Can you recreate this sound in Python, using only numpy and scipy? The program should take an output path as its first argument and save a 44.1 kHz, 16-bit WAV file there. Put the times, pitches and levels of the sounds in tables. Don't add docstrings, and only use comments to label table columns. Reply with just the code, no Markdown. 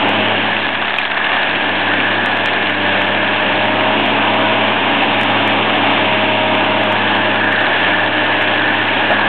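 import sys
import numpy as np
from scipy import signal
from scipy.fft import rfft, irfft
from scipy.io import wavfile
from scipy.ndimage import uniform_filter1d

SR = 44100
rng = np.random.default_rng(int(sys.argv[2]) if len(sys.argv) > 2 else 0)


def file_out(sig):
    cols = np.atleast_2d(sig).T
    lim = np.clip(cols, -1, 1)
    pcm = np.round(lim * 32767).astype(np.int16)
    wavfile.write(sys.argv[1], SR, pcm)


def gain_from_decibels(decibels):
    exponent = np.asarray(decibels, float) / 20
    return 10 ** exponent


N = 409248
MEAN_CUT_DB = -22


def unit(x):
    return x / np.sqrt(np.mean(x ** 2))


def curves(table):
    s, *columns = np.transpose(table)
    return [np.interp(np.arange(N) / SR, s, c) for c in columns]


def ring(x, hz, width):
    return signal.lfilter(*signal.iirpeak(hz, hz / width, fs=SR), x)


def body(x, modes):
    total = 0
    for hz, width, db in modes:
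        total = total + gain_from_decibels(db) * unit(ring(ring(x, hz, width), hz, width))
    return unit(total)


def walk(rate):
    k = int(SR / rate)
    held = np.repeat(rng.standard_normal(N // k + 1), k)
    return 0.64 * uniform_filter1d(uniform_filter1d(held, k), k)[:N]


def fade(x, decay_s):
    return signal.lfilter([1], [1, -np.exp(-1 / (decay_s * SR))], x)


def gate(s, length, slew_s=0.05):
    t = np.arange(N) / SR
    return np.clip(np.minimum(t - s, s + length - t) / slew_s, 0, 1)


# time in seconds, level in dB.
ROAR = [(0.08, -21.5), (0.15, -22.5), (0.26, -22), (0.38, -24.5), (1.02, -34), (1.63, -24.5), (2.77, -25.5),
        (2.9, -22.5), (3.13, -25), (4.45, -21), (4.98, -24), (5.0, -22), (7.24, -24), (7.75, -25),
        (8.41, -25), (8.61, -26), (8.97, -23.5), (9.2, -26)]
# frequency in Hz, density in dB per Hz.
ROAR_COLOUR = [(41, -45), (70, -25), (108, -15.5), (156, -11.5), (202, -8.5), (283, -1.5), (497, -7),
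               (632, -1.5), (696, -2.5), (857, 0), (1320, -10.5), (1660, -5), (1910, -10.5), (2680, -5),
               (3250, -9), (4220, -39), (7150, -120)]


def roar(turns, puff=0.16, flicker_db=1.1, trim_db=-1.5):
    hz = np.fft.rfftfreq(N, 1 / SR)
    f, db = np.transpose(ROAR_COLOUR[:-2])
    gas = rng.standard_normal(N) * (1 + puff * np.cos(2 * np.pi * 3 * turns))
    spectrum = rfft(gas) * gain_from_decibels(np.interp(np.log(hz + 1), np.log(f), db))
    edges = [0, 200, 400, 800, 1600, SR]
    air = 0
    for lo, hi in zip(edges, edges[1:]):
        band = irfft(spectrum * ((hz >= lo) & (hz < hi)), N)
        air = air + band * gain_from_decibels(flicker_db * walk(12))
    low = np.sqrt(np.mean(irfft(spectrum * (hz > 230) * (hz < 560), N) ** 2))
    return air / low * gain_from_decibels(curves(ROAR)[0] + trim_db + 1.5 * walk(6))


# time in seconds, shaft speed in Hz, level in dB.
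TURBO = [(0, 1740, -60), (3.6, 1755, -55), (4.1, 1782, -43), (4.4, 1783, -41), (4.6, 1790, -43),
         (4.75, 1822, -44), (4.9, 1805, -42), (5.1, 1795, -41), (5.35, 1780, -40), (5.6, 1784, -40),
         (6, 1775, -41), (6.4, 1762, -42), (6.9, 1751, -44), (7.2, 1742, -52), (9.28, 1735, -60)]


def turbo(second_db=6.5):
    hz, db = curves(TURBO)
    phase = 2 * np.pi * np.cumsum(hz * (1 + 0.00085 * walk(10))) / SR
    whine = np.sin(phase) + gain_from_decibels(second_db) * np.sin(2 * phase)
    return np.sqrt(2) * gain_from_decibels(db + 4.5 + 1.2 * walk(2.6)) * whine


# start in seconds, length in seconds, start and end pitch in Hz, level in dB.
WHISTLES = [
    (3.85, 0.39, 1765, 1775, -37.5),
    (4.152, 0.48, 1514, 1468, -30),
    (4.751, 1.15, 1789, 1768, -34),
    (7.754, .35, 188.2, 184, -33),
]


def whistles(waver_db=2.0):
    t, out = np.arange(N) / SR, 0
    for s, length, start_hz, end_hz, db in WHISTLES:
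        hz = np.interp(t, [s, s + length], [start_hz, end_hz]) * (1 + .003 * walk(20))
        level = gate(s, length) * gain_from_decibels(db + waver_db * walk(11))
        out = out + level * np.sin(2 * np.pi * np.cumsum(hz) / SR)
    return np.sqrt(2) * out


# start in seconds, length in seconds, surge in dB.
VALVES = [
    (0.097, 0.27, 5),
    (2.803, 0.65, 6),
    (3.401, .6, 11),
    (3.95, 0.26, 7),
    (4.25, .45, 11),
    (5.974, 1.0, 11.5),
    (7.1, 1.5, 5),
]
# level in dB re the firing tone, dB per Hz of crank sag, dB per dB of cutting,
# share of a valve surge (0 to 1), change in dB while reversing.
VOICES = [(0, 1, -0.5, 0.01, -2), (4.5, -0.5, -0.33, 0., -10), (1.5, -2, -1.3, 0., -1.5),
          (-2.5, 4.5, -0.44, 0., 0), (2, 0.5, 0., 0.81, -1.5), (-3.5, -1, -1.7, .5, 1)]


def sung_levels(crank_hz, firing_db):
    surge = sum(db * gate(s, length) for s, length, db in VALVES)
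    cut = curves(DRUM)[0] - MEAN_CUT_DB
    sag = 35.3 - crank_hz
    away = gate(7.45, 1.7, slew_s=.25)
    return [firing_db + db + per_hz * sag + per_cut * cut + share * surge + away_db * away
            for db, per_hz, per_cut, share, away_db in VOICES]


# time in seconds, crank speed in Hz, firing tone in dB.
ENGINE = [(0.0, 35.18, -39.5), (0.05, 34.98, -33.5), (0.23, 35.08, -30.5), (0.95, 35.6, -46),
          (1.89, 32.7, -37), (2.17, 33.93, -35.5), (2.56, 33.96, -39), (2.89, 32.6, -34.5),
          (3.33, 34.36, -36), (3.52, 33.97, -35), (4.01, 35.35, -34.5), (4.63, 35.53, -33.5),
          (4.81, 34.68, -37.5), (4.96, 35.9, -35.5), (5.4, 35.18, -33), (6.67, 34.78, -33.5),
          (8.53, 33.84, -32), (9.28, 34.88, -33)]
SUNG = [3, 6, 8, 9, 18, 27]
# multiple of the crank speed, level in dB re the firing tone.
FAINT = [(4, -22), (5, -17.5), (5.5, -27), (7, -8), (10, -11), (11, -6.5), (12, -32.5), (14, -9),
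         (16, -3.5), (22, -8), (24, -17), (32, -10.5), (35, -17), (36, -11.5)]


def engine_tones(turns, levels_db, waver_db=.8, faint_waver_db=4.0, slip=.3):
    def tone(k, db, waver):
        level = np.sqrt(2) * gain_from_decibels(db + waver * walk(9))
        return level * np.sin(2 * np.pi * (k * turns + rng.random()) + slip * k / 12 * walk(14))
    sung = sum(tone(k, db, waver_db) for k, db in zip(SUNG, levels_db))
    return sung + sum(tone(k, levels_db[0] + db, faint_waver_db) for k, db in FAINT)


def thud(start_s=9.105, hz=680., db=-10.5, decay_s=.035):
    t = np.arange(N) / SR - start_s
    knock = unit(ring(rng.standard_normal(N), hz, 350.))
    return knock * (t > 0) * np.exp(-np.abs(t) / decay_s) * gain_from_decibels(db)


# start in seconds, peak in dB, pitch in Hz.
TRUNK = [(0.5668, -2.5, 1770), (0.6445, -15.5, 1680), (0.6895, -5, 1720), (0.7284, -9.5, 1680),
         (0.7516, -1.5, 1680), (0.824, -2.5, 1670), (0.8477, -10, 1590), (0.881, -3.5, 1670),
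         (0.9071, -5, 1660), (0.9402, -4, 1590), (0.9856, -1.5, 2320), (1.0137, -5.5, 1670),
         (1.0521, -5, 2840), (1.1178, -2, 1640), (1.1824, -12.5, 1670), (1.2435, -5.5, 1620),
         (1.2677, -8, 1760), (1.293, -7.5, 1650)]
# start in seconds, peak in dB, pitch in Hz.
SNAPS = [(1.5583, -3.5, 1640), (1.9169, -3.5, 1640), (1.9382, -1.5, 2590), (2.0022, 1.5, 2520),
         (2.4832, -7.5, 1630), (2.5698, -18, 1710), (2.6592, -4.5, 2820), (2.694, -5, 1740),
         (3.0156, -6, 1760), (3.4918, -8, 1730), (7.2122, -4, 1700), (7.6085, -4.5, 1770),
         (7.6454, -3, 1710), (7.8308, -3.5, 1740), (7.9096, -6, 1680), (7.9338, -4.5, 1730),
         (7.9733, -12, 1700), (8.1812, -6.5, 1650), (8.4112, -2.5, 1700), (8.5105, -7, 1650),
         (8.8402, -9, 1750), (9.05, -8, 1650)]


def snaps(decay_s=0.003, width=690.0, crack_hz=2730.0, crack_db=-2.0, trim_db=-0.5):
    out, n = np.zeros(N + 2048), np.arange(2048)
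    events = [(s, db + 2.0, hz) for s, db, hz in TRUNK] + SNAPS
    for s, db, hz in events:
        noise = rng.standard_normal(2048)
        splinter = (noise + np.sign(noise)) * np.exp(-n / (decay_s * SR))
        burst = ring(splinter, hz, width) + gain_from_decibels(crack_db) * ring(splinter, crack_hz, 1600.)
        out[int(s * SR) + n] += burst / np.abs(burst).max() * gain_from_decibels(db + trim_db)
    return out[:N]


# time in seconds, cutting level in dB, chip stream level in dB.
DRUM = [(0.08, -26, -25), (0.23, -22, -21.5), (1.02, -23, -23.5), (1.35, -20.5, -16.5), (1.63, -21, -25.5),
        (2.34, -20.5, -22.5), (3.61, -22.5, -24), (3.76, -25, -20), (6.45, -25.5, -19.5),
        (7.68, -19, -27.5), (7.9, -20.5, -17), (7.95, -18.5, -31.5), (8.0, -20.5, -22.5), (8.61, -19, -21),
        (8.89, -21.5, -27), (9.12, -19, -21), (9.15, -20, -31.5), (9.2, -20, -22)]
# frequency in Hz, width in Hz, level in dB.
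BOOM = [(739, 200, -4), (875, 330, 3), (1067, 450, -1.5)]
# frequency in Hz, width in Hz, level in dB.
RING = [(1545, 190, -5), (1650, 140, 0), (1730, 130, -1.5)]
# frequency in Hz, width in Hz, level in dB.
RATTLE = [(2350, 600, -2.5), (2750, 800, 0), (3400, 1100, 0)]


def drum(bites_per_s=110., bite_s=0.0013, spread_db=3.5, surge_db=-1.0):
    cut_db, chips_db = curves(DRUM)
    cut, chips = cut_db - MEAN_CUT_DB, chips_db - MEAN_CUT_DB
    trunk = np.exp(-((np.arange(N) / SR - .93) / 0.22) ** 2)
    crackle = 0.33 + 0.13 * trunk
    starts = (rng.random(N) < bites_per_s / SR) * gain_from_decibels(spread_db * rng.uniform(0.62, 1, size=N))
    bites = unit(fade(starts, bite_s))
    stream = np.sqrt(1 - crackle + crackle * bites ** 2) * gain_from_decibels(surge_db * walk(7.4))

    boom = body(rng.standard_normal(N) * stream ** 1.3, BOOM)
    boom = boom * gain_from_decibels(chips_db - 1 - 3.0 + 3.2 * walk(15) + 2.3 * walk(4))
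    hood = body(rng.standard_normal(N) * stream ** .5, RING)
    hood = hood * gain_from_decibels(MEAN_CUT_DB + 2.2 * cut - 1.5 + 0.62 * walk(24) + 2.2 * walk(5))
    teeth = body(rng.standard_normal(N) * stream, RATTLE)
    teeth = teeth * gain_from_decibels(-20 + 0.57 * chips + 0.24 * cut - 3.5 + 1.8 * walk(4.6))
    splinters = body(rng.standard_normal(N) * bites, [(4056, 990, 0)])
    splinters = splinters * gain_from_decibels(-26 + 1.1 * cut + 6.0 * trunk)
    return boom + hood + teeth + splinters


def scene():
    crank_hz, firing_db = curves(ENGINE)
    turns = np.cumsum(crank_hz) / SR
    tones = engine_tones(turns, sung_levels(crank_hz, firing_db))
    return (roar(turns) + turbo() + whistles() + tones + thud() + snaps() + drum())[None]


def top_cut(x):
    return signal.sosfilt(signal.butter(12, 15870, fs=SR, output="sos"), x)


# frequency in Hz, gain in dB.
INPUT = [(20, -11.5), (60, -7.5), (100, 0.5), (3250, 1), (3600, -6.5), (4000, -17.5), (4300, -28.5),
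         (4400, -38), (4500, -42), (4580, -68), (4700, -120)]
# time in seconds, peak in
# dB.
OVERLOADS = [(0.0907, -55), (0.9847, -24.5), (1.937, -43), (1.9949, -52), (2.2593, -23), (2.372, -31.5),
             (2.459, -16.5), (2.6977, -33.5), (3.0182, -30.5), (3.6551, -35.5), (4.0606, -33),
             (4.343, -35.5), (4.703, -40), (5.213, -24), (5.2323, -23.5), (5.3018, -40), (5.477, -26),
             (5.6103, -43), (6.5509, -34), (6.836, -32.5), (6.924, -34.5), (7.164, -37.5), (7.3446, -37.5),
             (7.4428, -34), (7.5263, -30.5), (7.6166, -35), (8.1808, -45), (8.4228, -29.5), (8.5962, -39.5),
             (9.115, -35.5),
             (1.8774, -55),
    (1.9173, -46),
    (3.8087, -53),
    (5.036, -48),
    (5.1984, -46),
    (6.1256, -52.5),
    (7.9092, -41.5),
    (8.5602, -42.5),
]


def record(dry, excess_db=0.0, excess_slope=0.74, rail=.71, offset=-.0224, ceiling=.72, knee=.006):
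    f, gain_db = np.transpose(INPUT)
    half = gain_from_decibels(np.interp(np.fft.rfftfreq(N, 1 / SR), f, gain_db) / 2)
    narrow = dry
    for stage in range(2):
        rounded = narrow / (1 + (narrow / rail) ** 4) ** .25
        narrow = irfft(rfft(rounded) * half, N)
    wave = narrow[0] + offset

    s, db = np.transpose(OVERLOADS)
    near = ((s + .0007) * SR).astype(int)[:, None] + np.arange(-20, 21)
    at = near[np.arange(len(s)), wave[near].argmax(axis=1)]
    t = np.arange(-60, 61) / SR
    strike = np.exp(-(t / .000215) ** 2 / 2) * np.cos(2 * np.pi * 1900. * t)
    target = ceiling + gain_from_decibels(excess_db + excess_slope * db) - gain_from_decibels(-39.5)
    lift, struck = np.zeros(N), wave
    for touch in range(4):
        lift[at] += target - struck[near].max(axis=1)
        struck = wave + np.convolve(lift, strike, "same")
    sheared = -knee * np.logaddexp(-struck / knee, -ceiling / knee)
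    return top_cut(sheared[None])


dry = scene()
out = record(dry)
file_out(out)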